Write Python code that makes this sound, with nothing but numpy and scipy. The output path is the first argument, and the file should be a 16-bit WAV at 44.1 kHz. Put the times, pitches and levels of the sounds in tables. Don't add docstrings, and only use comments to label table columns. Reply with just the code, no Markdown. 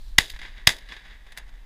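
import sys
import numpy as np
from scipy import signal
from scipy.fft import rfft, irfft
from scipy.io import wavfile

SR = 44100
rng = np.random.default_rng(int(sys.argv[2]) if len(sys.argv) > 2 else 0)


def inscribe(sig):
    pcm = np.round(np.clip(np.atleast_2d(sig).T, -1, 1) * 32767)
    wavfile.write(sys.argv[1], SR, pcm.astype(np.int16))


N = 72765
T = np.arange(N) / SR

# start in seconds, blast level in dB, blast length in seconds, ground bounce
# delay in seconds, then the levels of thump, brush scatter and far echo in dB.
SHOTS = [(.1844, 9, .00011, .0029, -14.5, -30, -44), (0.6723, 9.5, .00013, .0018, -14.5, -25.5, -44)]


def from_db(db):
    return 10 ** (np.asarray(db) / 20)


def noise(colour):
    hz, db = np.transpose(colour)
    freqs = np.maximum(np.fft.rfftfreq(N, 1 / SR), 1)
    gain = from_db(np.interp(np.log(freqs), np.log(hz), db))
    x = irfft(rfft(rng.standard_normal(N)) * gain, N)
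    return x / x.std()


def flicker(rate_hz, depth_db):
    wobble = signal.sosfilt(signal.butter(2, rate_hz, fs=SR, output="sos"), rng.standard_normal(N))
    gain = from_db(depth_db * np.clip(wobble / wobble.std(), -2, 2))
    return gain / np.sqrt(np.mean(gain ** 2))


def swell(start, rise, decay):
    age = T - start
    return np.clip(age / rise, 0, 1) * np.exp(-np.maximum(age - rise, 0) / decay)


def dull(x, edge_hz):
    return signal.sosfilt(signal.butter(1, edge_hz, fs=SR, output="sos"), x + 1e-18)


def resonate(x, peaks):
    for hz, db, q in peaks:
        w, g = 2 * np.pi * hz / SR, from_db(db / 2)
        a = np.sin(w) / (2 * q)
        feedforward = [1 + a * g, -2 * np.cos(w), 1 - a * g]
        feedback = [1 + a / g, -2 * np.cos(w), 1 - a / g]
        x = signal.lfilter(feedforward, feedback, x + 1e-18)
    return x


def shock(start, length):
    age = (np.arange(N) - round(start * SR)) / SR / length
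    return (age >= 0) * (1 - age) * np.exp(-np.abs(age))


def field():
    # frequency in Hz, relative level in dB.
    wind_colour = [(12, -6.5), (22, -3.5), (38, -1), (55, -13.5), (80, -29), (150, -39.5), (300, -50),
                   (900, -79.5)]
    grass_colour = [(500, -25.5), (2000, -10), (3900, 11), (6000, -2.5), (9000, -5), (15000, -7.5)]
    air_colour = [(100, 10), (400, -2.5), (1000, -1.5), (1350, -5.5), (1750, 0), (2500, -7), (4000, -11),
                  (7000, -15.5), (15000, -20)]
    # time in seconds, gain in dB.
    gusts = [(0, 6.5), (.1, 7.5), (.3, 4.5), (.52, 1), (.75, -1), (1.0, -4), (1.2, -0.5), (1.65, -1.5)]
    grass_fade = [(0, -61), (.09, -59), (.17, -68.5), (.6, -81), (1.65, -87.5)]
    wind = from_db(-42.5 + np.interp(T, *np.transpose(gusts))) * noise(wind_colour)
    grass_level = from_db(np.interp(T, *np.transpose(grass_fade)))
    grass = grass_level * noise(grass_colour) * flicker(rate_hz=120, depth_db=0.85)
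    return wind + grass + from_db(-61.5) * noise(air_colour)


def blasts():
    # frequency in Hz, relative level in dB.
    gas_colour = [(100, -11), (350, -9.5), (800, 2), (1400, -1.5), (2300, 4.5), (3600, -1), (5200, 1),
                  (8000, -2.5), (15000, -14)]
    # centre in Hz, gain in dB, Q.
    blast_peaks = [(328, -4.5, 2), (900, 5, 1.2), (3540, 5.5, 2.5)]
    ground_db, gas_db = -8.5, -14.5
    out = np.zeros(N)
    for start, db, length, bounce_delay, *_ in SHOTS:
        hiss = noise(gas_colour)
        faint_rush = from_db(-22) * hiss * swell(start - .003, rise=.002, decay=.0036)
        bounce = from_db(ground_db) * shock(start + bounce_delay, length)
        gas = from_db(gas_db) * hiss * swell(start, rise=.0005, decay=.0018)
        out += faint_rush + from_db(db) * (shock(start, length) + bounce + gas)
    return resonate(out, blast_peaks)


def thumps():
    lag_s, width_s, recovery_s = .0044, .0015, .0043
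    out = np.zeros(N)
    for start, *_, thump_db, _, _ in SHOTS:
        suction = np.exp(-((T - start - lag_s) / width_s) ** 2)
        recovery = .22 * swell(start + lag_s, recovery_s, recovery_s)
        out += from_db(thump_db) * (recovery - suction)
    return out


def brush():
    # frequency in Hz, relative level in dB.
    spray_colour = [(60, -18.5), (170, 2.5), (400, -3.5), (900, 1.5), (2000, 4), (4000, -1.5), (8000, -2.5),
                    (15000, -13)]
    body_colour = [(80, 0.5), (200, -3), (420, 1.5), (900, -2.5), (1500, -13.5), (4000, -35.5)]
    # start in seconds, level in dB.
    reflections = [(.2065, -32), (0.6904, -23), (0.7008, -35), (0.7047, -34.5), (0.7203, -37)]
    spray_level, body_level = np.zeros((2, N))
    for start, *_, scatter_db, _ in SHOTS:
        spray_level += from_db(scatter_db) * swell(start, rise=.0013, decay=.024)
        body_level += from_db(scatter_db - 11.5) * swell(start, rise=.012, decay=.04)
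    singles_level = sum(from_db(db) * swell(start, rise=.00084, decay=.0033) for start, db in reflections)
    spray = noise(spray_colour) * spray_level * flicker(rate_hz=430, depth_db=2.5)
    return spray + noise(spray_colour) * singles_level + noise(body_colour) * body_level


def stalk_fizz():
    # start in seconds, level in dB, rise and decay in seconds.
    bursts = [(0.201, -44, 0.006, 0.061), (0.295, -50, 0.0018, .005), (0.3, -44, 0.0007, 0.0078),
              (.70, -50, 0.012, 0.037), (0.7656, -52, 0.0012, 0.0021), (0.784, -48.5, 0.00054, 0.0036)]
    # frequency in Hz, relative level in dB.
    fizz_colour = [(300, -12), (1000, -9), (2000, -6), (3300, 0.5), (8000, -5), (15000, -9.5)]
    level = sum(from_db(db) * swell(start, rise, decay) for start, db, rise, decay in bursts)
    return noise(fizz_colour) * level * flicker(rate_hz=320, depth_db=4.0)


def hillside_roll(colour):
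    # delay after the shot in seconds, relative level
    # in dB, rise and decay in seconds, treble edge in Hz.
    waves = [(.07, -14.5, 0.044, 0.26, 9000), (0.203, -1, .045, 0.078, 4000), (.36, -4, .03, 0.072, 2185),
             (0.562, -15.5, 0.042, 0.51, 2000)]
    out = np.zeros(N)
    for delay, db, rise, decay, edge_hz in waves:
        level = sum(from_db(db + far_db) * swell(start + delay, rise, decay)
                    for start, *_, far_db in SHOTS)
        out += dull(noise(colour) * level * flicker(rate_hz=660, depth_db=3.5), edge_hz)
    return from_db(-3.5) * out


def trunk_slaps(colour):
    # start in seconds, level in dB, decay in seconds, treble edge in Hz.
    slaps = [(.336, -49.5, 0.018, 4000), (.362, -46.5, 0.0047, 5040), (0.39, -44, 0.009, 6000),
             (0.415, -41, 0.0072, 5070), (0.45, -46, 0.02, 3500), (.578, -51, .008, 5000),
             (0.887, -47, 0.01, 7000), (.920, -42, 0.015, 3500), (.965, -45, 0.0084, 4500),
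             (1.055, -50.5, 0.0043, 4010), (1.105, -53, 0.053, 2500)]
    spray = noise(colour)
    return sum(dull(from_db(db) * spray * swell(start, .00093, decay), edge_hz)
               for start, db, decay, edge_hz in slaps)


def gun_clacks():
    # start in seconds, level in dB, decay in seconds, treble edge in Hz.
    contacts = [(1.265, -45, 0.013, 1100), (1.3205, -43, .006, 5100), (1.367, -46.5, 0.0042, 2990),
                (1.374, -33, 0.0039, 13200), (1.3821, -37, 0.0042, 9000), (1.394, -45.5, 0.022, 1200),
                (1.479, -51, 0.0081, 1513), (1.491, -46.5, 0.0042, 1756), (1.539, -55, 0.022, 1503)]
    # frequency in Hz, relative level in dB.
    clack_colour = [(100, 8.5), (350, -10.5), (750, 8.5), (1300, 5.5), (2200, 5), (4000, -2), (8000, 2.5),
                    (15000, -2.5)]
    grit = noise(clack_colour) * flicker(rate_hz=1180, depth_db=2.5)
    return sum(dull(from_db(db) * grit * swell(start, .00042, decay), edge_hz)
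               for start, db, decay, edge_hz in contacts)


def scene():
    # frequency in Hz, relative level in dB.
    echo_colour = [(60, -7), (170, 3.5), (400, -3), (800, 0.5), (1300, 3.5), (2000, 3), (4000, -4),
                   (8000, -11), (15000, -16)]
    # centre in Hz, gain in dB, Q.
    housing = [(1345, -6, 5.1), (1704, 10, 4), (2010, 8, 5.2), (2886, 4.5, 3.4), (3451, 10, 12),
               (3809, 11, 12), (4854, 9, 6), (5900, -2.5, 22), (6610, 5.5, 8), (10500, 6, 8.6)]
    near = blasts() + brush() + stalk_fizz()
    far = hillside_roll(echo_colour) + trunk_slaps(echo_colour)
    ringing = resonate(near + far + gun_clacks(), housing)
    return (ringing + thumps() + field())[None]


def record(dry):
    ceiling, cutoff_hz = .9, 15200
    clipped = dry / (1 + (dry / ceiling) ** 4) ** (1 / 4)
    return signal.sosfilt(signal.ellip(10, .1, 70, cutoff_hz, fs=SR, output="sos"), clipped)


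dry = scene()
out = record(dry)
inscribe(out)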